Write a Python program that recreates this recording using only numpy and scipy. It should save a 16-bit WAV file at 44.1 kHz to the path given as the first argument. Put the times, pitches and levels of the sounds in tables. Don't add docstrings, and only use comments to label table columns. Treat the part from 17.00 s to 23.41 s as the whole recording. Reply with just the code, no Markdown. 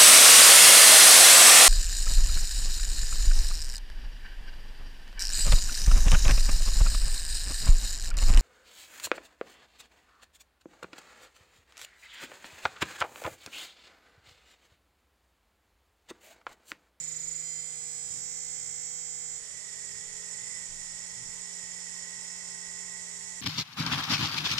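import sys
import numpy as np
from scipy import signal
from scipy.fft import rfft, irfft
from scipy.io import wavfile
from scipy.ndimage import uniform_filter1d

SR = 44100
rng = np.random.default_rng(int(sys.argv[2]) if len(sys.argv) > 2 else 0)


def master(y):
    cut = np.clip(np.atleast_2d(y).T, -1, 1)
    pcm = np.round(cut * 32767)
    wavfile.write(sys.argv[1], SR, pcm.astype(np.int16))


N = 282681
T = np.arange(N) / SR
F = np.maximum(np.fft.rfftfreq(N, 1 / SR), 1)

# (time [s], speed [turns per s])
SHAFT_SPEED = [(0, 157.65), (0.15, 156.66), (0.3, 157.42), (0.6, 158.05), (0.8, 158.43), (1.3, 158.86),
               (1.6, 158.96), (2, 158.8), (2.24, 158.7), (2.33, 158.6), (2.38, 157.7), (2.44, 160.2),
               (2.6, 164.5), (2.75, 166.79), (3, 169.18), (3.3, 171.03), (3.6, 170.93), (4.2, 174.02),
               (4.8, 175.2), (5.5, 175.75), (6.4, 176)]
# (start [s], time to change over [s])
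STAGE_CHANGES = [(.42, .04), (.6, .18), (1.04, .16), (2.372, .025)]
# (frequency [Hz], level [dB], phase [rad], share reflected by the cabinet [0-1])
LEFT_MIC = [(59.3, 6, 0.5, 0.5), (196, -2, 0.42, 0.25), (544, -1.5, 0.23, 0.8), (880, -2.5, 1, 0),
            (1470, 0, 2, 0.7), (1970, -14, 1.5, 0.4), (2930, 0, 2, 0.61), (4410, -0.5, 2, 0.88),
            (5360, -9, 7.5, 1), (6860, -9.5, -1, 1), (7920, -20, 8.5, 1), (8610, -6, 7, 0),
            (9540, 9, 19.5, 0.14), (12200, -3.5, 0.5, 0.6)]


def undb(db):
    return 10 ** (np.asarray(db) / 20)


def over_time(table):
    times, *columns = np.transpose(table)
    return [np.interp(T, times, column) for column in columns]


def over_hz(table):
    hz, *columns = np.transpose(table)
    return [np.interp(np.log(F), np.log(hz), column) for column in columns]


def unit(x):
    return x / np.sqrt(np.mean(x ** 2))


def wander(rate_hz, size=N):
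    hold = int(SR / rate_hz)
    steps = np.repeat(rng.standard_normal(size // hold + 1), hold)
    return unit(uniform_filter1d(uniform_filter1d(steps, hold), hold)[:size])


def bump(middle_s, half_s):
    return np.cos(np.pi / 2 * np.clip((T - middle_s) / half_s, -1, 1)) ** 2


def resonance(hz, width_hz, db):
    return undb(db) / (1 + 1j * (F / hz - hz / F) * hz / width_hz) ** 2


def sustained(spectrum, evenness=0.4):
    ringing = signal.hilbert(irfft(spectrum, N))
    return ringing * (np.std(ringing) / np.abs(ringing)) ** evenness


def contact_stages():
    changes = [np.clip((T - start) / takes, 0, 1) for start, takes in STAGE_CHANGES]
    reached = np.array([np.ones(N), *changes, np.zeros(N)])
    return reached[:-1] - reached[1:]


def knocking(turns, wobble, throb, low_throb, stages, loose):
    # (harmonic [number],
    # throbbing [dB], caught [dB], slipping [dB], settled [dB], lower side [dB], upper side [dB])
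    harmonics = [(1, -59, -61, -63, -64, -15, -19), (2, -74, -87, -84, -85, -7, -7),
                 (3, -66, -66, -64, -64, -26, -23), (5, -78, -74, -70, -68, -16, -19),
                 (7, -77, -73, -73, -74, -14, -7), (9, -70, -68, -70, -74, -13, -14),
                 (11, -77, -70, -76, -69, -12, -10), (12, -65, -72, -71, -65, -2, -1),
                 (13, -57, -56, -60, -61, -11, -16), (14, -65, -68, -70, -66, -4, -1),
                 (15, -62, -62, -61, -65, -8, -7), (17, -69, -67, -70, -69, -13, -11),
                 (20, -63, -56, -60, -67, -15, -17), (21, -74, -71, -69, -72, -10, -10),
                 (24, -72, -70, -71, -66, -14, -18), (25, -66, -68, -74, -69, -7, -14),
                 (26, -71, -67, -69, -70, -9, -10), (27, -64, -58, -59, -61, -12, -4),
                 (28, -62, -59, -66, -65, -7, -12), (30, -77, -75, -74, -70, -6, -6),
                 (31, -62, -59, -62, -55, -6, -6), (32, -79, -65, -64, -65, -7, -4),
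                 (33, -68, -54, -55.5, -57, 0, 0), (34, -75, -67, -63, -60, -7, -6),
                 (35, -62, -60, -53, -57, -4, -5), (36, -74, -68, -65, -57, -8, -10),
                 (37, -59, -59, -58, -48, -6, -9), (38, -72, -60, -62, -59, -5, -5),
                 (39, -73, -65, -54, -58, -10, -6), (40, -70, -68, -66, -65, -8, -3),
                 (41, -62, -48, -52, -52, -2, -2), (42, -58, -60, -55, -56, -7, -1),
                 (43, -57, -52, -48, -45, -8, 0), (44, -48.5, -51, -47, -53, -9, -5),
                 (45, -36, -35.5, -41, -39.5, 2, -3), (46, -61, -43, -48, -50, -4, -4),
                 (47, -57, -45, -55, -40.5, -5, -1), (48, -61, -54, -56, -66, -2, -4),
                 (49, -56, -43, -38, -43, -3, -3), (50, -52, -50, -52, -53, -3, -8),
                 (51, -65, -60, -52, -49, -2, -5), (52, -70, -58, -56, -62, -7, -5),
                 (53, -58, -82, -64, -62, -4, -7), (54, -70, -65, -64, -70, -5, -5),
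                 (55, -70, -72, -62, -59, -5, -1), (89, -92, -85, -77, -77, 6, 3)]
    # (time [s], side tone strength [factor])
    wobble_strength = [(.45, .4), (.58, .45), (.68, .9), (.82, .6), (.98, .5), (1.1, 1), (1.2, 1),
                       (1.25, .5), (1.31, .5), (1.37, 1.15), (1.85, 1), (1.97, .5), (2.23, .45),
                       (2.33, 1.1)]
    # (harmonic [number],
    # level before settling [dB], level after [dB], phase before [rad], phase after [rad])
    left_tones = [(1, -1, 0, -0.4, -0.3), (3, -2, -3, 0.5, 0.5), (5, 1, -3, -0.5, -0.4),
                  (9, -2, 4, 2.3, 1.4), (13, -7, -7, 0.8, 0.6), (15, -15, -7, -3.0, -2.6),
                  (20, -13, -4, 2.8, 0.7), (24, 2, -7, 0.9, 2.5), (27, -4, -12, 1.6, 2.9),
                  (28, -3, -4, 3.0, 2.3), (31, 2, -10, -0.4, 3.1), (33, -2, -2, -1.2, -0.9),
                  (34, -6, -11, 0.9, 2.5), (35, -8, -6, -2.3, -1.8), (36, -6, -8, 1.4, 0.6),
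                  (37, -4, -12, 2.4, 1.7), (39, -7, -7, -1.5, 0.6), (41, -10, -9, 3.0, 0.5),
                  (42, -5, -3, 0.3, -0.5), (43, -3, -11, 2.8, -1.2), (44, -15, -12, 2.7, -2.4),
                  (45, -13, -10, 2.0, -2.6), (46, -17, -13, 0.6, -2.8), (47, -13, -20, -2.8, -1.6),
                  (49, -22, -23, 2.2, 2.5), (50, -12, -8, -1.3, -0.6), (51, -11, -11, 2.7, 2.7)]
    left_by_order = {order: rest for order, *rest in left_tones}
    mic_hz, mic_db, mic_rad, _ = np.transpose(LEFT_MIC)
    first_high_order, waver_db = 42, 1.5
    n = int(sum(STAGE_CHANGES[-1]) * SR)
    throbbing, caught, slipping, settled, free = stages[:, :n]
    settled = settled + free
    roughness = 0.045 + loose[:n]
    angle = 2 * np.pi * turns[:n] + 0.001 * wander(30, n)
    sway = (1 - throbbing) * over_time(wobble_strength)[0][:n]
    rock = np.exp(1j * (wobble[:n] + 0.5 * settled * wander(7.34, n)))
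    slip_dip = 1.2 * caught * slipping
    out = np.zeros((2, N))
    for order, *stage_db, below_db, above_db in harmonics:
        start_rad = 0.16 * order ** 2 if order % 2 else rng.uniform(0, 2 * np.pi)
        reach = min(order / 45, 1)
        gain = sum(share[:n] * undb(db) for share, db in zip(stages, stage_db))
        waver = 1 + (undb(waver_db) - 1) * (8 < order < first_high_order) * wander(4.88, n)
        pulse = (low_throb if order < first_high_order else throb)[:n] ** (min(3 * reach, 1) ** 2)
        gain = gain * (1 - reach * slip_dip) * waver * pulse
        flutter = roughness * reach ** 2 * (wander(53.56, n) + 1j * wander(54.9, n))
        below, above = undb(below_db), undb(above_db)
        shape = 1 + 1j * sway * (below / rock + above * rock) + flutter
        shape /= np.sqrt(1 + sway ** 2 * (below ** 2 + above ** 2))
        tone = np.sqrt(2) * gain * shape * np.exp(1j * (order * angle + start_rad))

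        hz = order * SHAFT_SPEED[0][1]
        left_db, left_rad = np.interp(hz, mic_hz, mic_db), np.interp(hz, mic_hz, mic_rad)
        usual = (left_db, left_db, left_rad, left_rad)
        early_db, late_db, early_rad, late_rad = left_by_order.get(order, usual)
        left = (1 - settled) * undb(early_db) * np.exp(1j * early_rad)
        left += settled * undb(late_db) * np.exp(1j * late_rad)
        out[:, :n] += np.real([tone * left, tone])
    return out


def rattle(turns, throb, stages, loose):
    # (time [s], overall level [dB], low resonance gain [dB],
    # its pitch [Hz], metallic ring gain [dB], share of the free-running sound [0-1])
    free_rattle = [(2.43, -39.5, 0, 1950, -5.5, 1), (2.9, -39, 2.5, 1930, 0, 0.94),
                   (3.1, -39, -0.5, 1942, -3.5, 0.99), (3.3, -39, 2.5, 1955, -1.5, 0.94),
                   (3.55, -39.5, 8, 1978, 3, 0.9), (3.7, -38.5, -5, 1934, -3, 0.99),
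                   (3.82, -38.5, 1.5, 1915, -2, 0.99), (3.9, -38, -0.5, 1930, -0.5, 1),
                   (4.25, -38, 0, 1961, -0.5, 1), (4.7, -37.5, 1.5, 1928, -1.5, 1),
                   (5.55, -38.5, 1.5, 1939, 2, 1), (5.85, -39, 2, 1939, -1, 0.98),
                   (6.4, -38, 1.5, 1946, -6, 1)]
    # (pitch [Hz], width [Hz], contact held [dB], throbbing [dB], rotor free [dB])
    casing_resonances = [(592, 200, -10, -14.5, -25), (1095, 780, -12.5, -16.5, -26.5),
                         (2200, 182, 0, -16.5, -14.5), (2324, 120, -9, -3, -18),
                         (2682, 70, -32, -16, -17.5), (3213, 234, -4, -19, -17.5),
                         (3583, 220, -1.5, -7, -18), (3936, 460, -14, -14.5, -19),
                         (4516, 510, -3, -5.5, -15.5), (5524, 150, -13, -16, -7.5),
                         (5843, 330, -13, -1, -6.5), (6564, 170, -4, 7, -3.5), (7063, 265, 16.5, 13.5, 0.5),
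                         (7540, 310, 16, 15, -3.5), (7721, 330, 3, 15, -2), (8315, 220, 9, 2, -7.5),
                         (8785, 154, 12, -2, -8), (9550, 280, -10.5, -19, -32.5),
                         (10140, 260, -38, -41, -32)]
    free_db, free_low_db, low_hz, ring_db, running = over_time(free_rattle)
    throbbing, free = stages[0], stages[-1]
    held = 1 - throbbing - free
    running = np.clip(running * free, 0, 1)
    bunching = 1 + 0.19 * np.cos(2 * np.pi * turns * 5 / 3) + 0.15 * np.cos(2 * np.pi * turns * 4 / 3)
    hits = rfft(rng.standard_normal(N) * bunching * undb(0.22 * wander(300) + 0.19 * wander(12)))

    filters = [sum(resonance(hz, width, db[k]) for hz, width, *db in casing_resonances) for k in range(3)]
    holding, throbbing_rattle, free_running = (irfft(hits * response, N) for response in filters)
    dull = irfft(rfft(throbbing_rattle) * (0.5 + 0.5 / (1 + (F / 7400) ** 20)), N)
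    casing = throbbing * dull + held * holding + (free - running) * throbbing_rattle
    casing += running * free_running

    unshifted_hz = 2200
    shift = np.exp(2j * np.pi * np.cumsum(low_hz - unshifted_hz) / SR)
    low = np.real(sustained(hits * resonance(unshifted_hz, width_hz=117, db=-5.5)) * shift)
    low *= undb(-22 * throbbing - 11 * held * loose + free * free_low_db)

    close_pair = resonance(5215, width_hz=90, db=-6) - resonance(5300, width_hz=90, db=-6)
    ring = sustained(hits * close_pair).real
    ring *= free * undb(ring_db) + throbbing * undb(5) + held * loose * undb(12)

    level_db = -51 * throbbing + held * (-62.5 + 22 * loose) + free * free_db
    return (casing + low + ring) / np.sqrt(np.mean(free_running ** 2)) * undb(level_db) * np.sqrt(throb)


def sizzle(free, fade_db_per_s=2.5):
    hiss = unit(irfft(rfft(rng.standard_normal(N)) * resonance(11000, width_hz=9000, db=0), N))
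    return hiss * undb(-65 - fade_db_per_s * T + wander(8.6)) * (1 - free)


def airflow():
    # (frequency [Hz], level [dB])
    hush_levels = [(40, -97), (100, -95), (250, -103), (600, -102), (1200, -104), (1950, -89.5),
                   (2600, -101), (4300, -102), (7600, -77.5), (9600, -108), (11500, -113), (13000, -114),
                   (14300, -110), (15200, -114)]
    common, separate = rng.standard_normal(N), rng.standard_normal((2, N))
    spectrum = rfft(common) + rfft(separate) / (1 + (F / 10500) ** 4)
    mic_gains = np.array([undb(over_hz(LEFT_MIC)[0]), np.ones(len(F))])
    return irfft(spectrum * undb(over_hz(hush_levels)[0]) * mic_gains, N) * np.sqrt(SR / 2)


def hand_on_phone(thump_hz=21.6, rise_s=0.028, resting_db=-74):
    # (time [s], level [dB], time to fade by 60 dB [s])
    thumps = [(0.238, -54, 0.49), (2.298, -55, 0.35), (3.059, -52, 0.41), (3.684, -47, 0.97),
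              (4.239, -50, 0.41)]
    # (middle [s], level [dB], half length [s])
    rubs = [(0.01, -79, 0.55), (1.16, -59, 0.18), (1.71, -69.5, 0.17), (2.534, -72, 0.14),
            (2.996, -66.5, 0.3), (3.504, -65, 0.21), (3.738, -69, 0.17), (3.96, -71, 0.12),
            (4.235, -60, 0.16), (4.63, -73, 0.14), (5.184, -66, 0.057)]
    out = np.zeros((2, N))
    for start, db, fade_s in thumps:
        age = np.maximum(T - start, 0)
        envelope = np.minimum(age / rise_s, 1) * undb(db - 60 * age / fade_s)
        out += envelope * np.sin(2 * np.pi * thump_hz * age)
    common, separate = rng.standard_normal(N), rng.standard_normal((2, N))
    body = resonance(68, 31, -5) + resonance(117.5, 38, 0) + resonance(212, 99, -12)
    rumble = unit(irfft(rfft(common + 0.36 * separate) * body, N))
    rubbing = sum(undb(db) * bump(middle, half) for middle, db, half in rubs)
    return out + rumble * (undb(resting_db) + rubbing)


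def free_rotor_hum(turns, speed, free, full_speed_hz=175):
    # (pitch [thirds of the shaft speed], base level [dB])
    hum_tones = [(2, -78.5), (3, -61), (12, -73.5), (13, -73.5), (15, -66), (18, -62), (26, -63),
                 (33, -47.5), (36, -56), (45, -61.5)]
    # (time [s], gain [dB])
    blade_swell = [(2.8, -17), (3.2, -11.5), (4.4, -10.5), (5.33, -4.5), (5.45, -4.5), (5.95, -4),
                   (6.1, -7.5)]
    # (time [s], pitch [Hz], level [dB])
    low_whirl = [(2.45, 425, -74), (2.8, 418, -66.5), (3.45, 425, -68.5), (3.7, 403, -77),
                 (4.4, 410.6, -72.5), (5.9, 413, -67), (6.4, 411, -70.5)]
    high_whirl = [(2.4, 468.5, -62), (2.5, 448, -74), (2.95, 467, -69), (3.55, 469, -67.5),
                  (3.73, 457, -72), (4.4, 465.5, -68), (6.4, 470, -73.5)]
    angle = 2 * np.pi * turns / 3 + 0.018 * wander(25)
    low_db = 0.61 * (speed - full_speed_hz)
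    blade_db = over_time(blade_swell)[0]
    out = np.zeros(N)
    for thirds, db in hum_tones:
        level_db = db + (low_db if thirds < 18 else blade_db) + min(thirds / 8, 1) * wander(16)
        out += undb(level_db) * np.cos(thirds * angle + rng.uniform(0, 2 * np.pi))
    for whirl in (low_whirl, high_whirl):
        hz, db = over_time(whirl)
        gain = undb(db + 1.45 * wander(8))
        out += gain * np.cos(2 * np.pi * np.cumsum(hz + 2.38 * wander(20)) / SR)
    return np.sqrt(2) * out * free


def microphones(noise, tones, echo_s=0.3):
    db, phase, reflected = over_hz(LEFT_MIC)
    direct = np.exp(1j * phase)
    echo = rfft(rng.standard_normal(N) * undb(-60 * T / echo_s))
    both_paths = np.sqrt(1 - reflected ** 2) * direct + reflected * echo / np.abs(echo)
    left = irfft(undb(db) * (rfft(noise) * both_paths + rfft(tones) * direct), N)
    return np.array([left, noise + tones])


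def scene():
    # (time [s], rate [Hz])
    wobble_rate = [(0, 25.0), (.3, 25.1), (.41, 25.5), (.46, 29), (.9, 31.5), (1.4, 32), (1.7, 29.5),
                   (1.95, 25.5), (2.4, 26)]
    # (middle [s], half length [s], added flutter [0-1])
    shakes = [(.7, .13, .3), (1.13, .11, .36), (1.61, .31, .2), (1.87, .05, .15), (2.39, .1, .2)]
    swing_hz, calming_s, calm_s = 2.1, 0.35, 0.46
    lag_rad, low_lead_rad = 0.6, 2.7
    wobble = 2 * np.pi * (np.cumsum(over_time(wobble_rate)[0]) / SR + 0.46)
    rocking = np.clip((calm_s - T) / (calm_s - calming_s), 0, 1)
    freed_s = STAGE_CHANGES[-1][0]
    depth = 0.5 * rocking + 0.15 * bump(freed_s + 0.3, 0.3)
    throb = 1 - depth * np.cos(wobble - lag_rad)
    low_throb = 1 - depth * np.cos(wobble - lag_rad + low_lead_rad)
    speed = over_time(SHAFT_SPEED)[0]
    turns = np.cumsum(speed + swing_hz * rocking * np.cos(wobble)) / SR
    loose = sum(added * bump(middle, half) for middle, half, added in shakes)
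    stages = contact_stages()
    free = stages[-1]

    noise = rattle(turns, throb, stages, loose) + sizzle(free)
    whine = knocking(turns, wobble, throb, low_throb, stages, loose)
    hum = free_rotor_hum(turns, speed, free)
    return whine + microphones(noise, hum) + airflow() + hand_on_phone()


def record(dry, cutoff_hz=15150):
    return signal.sosfilt(signal.ellip(10, 0.2, 80, cutoff_hz, fs=SR, output="sos"), dry)


dry = scene()
out = record(dry)
master(out)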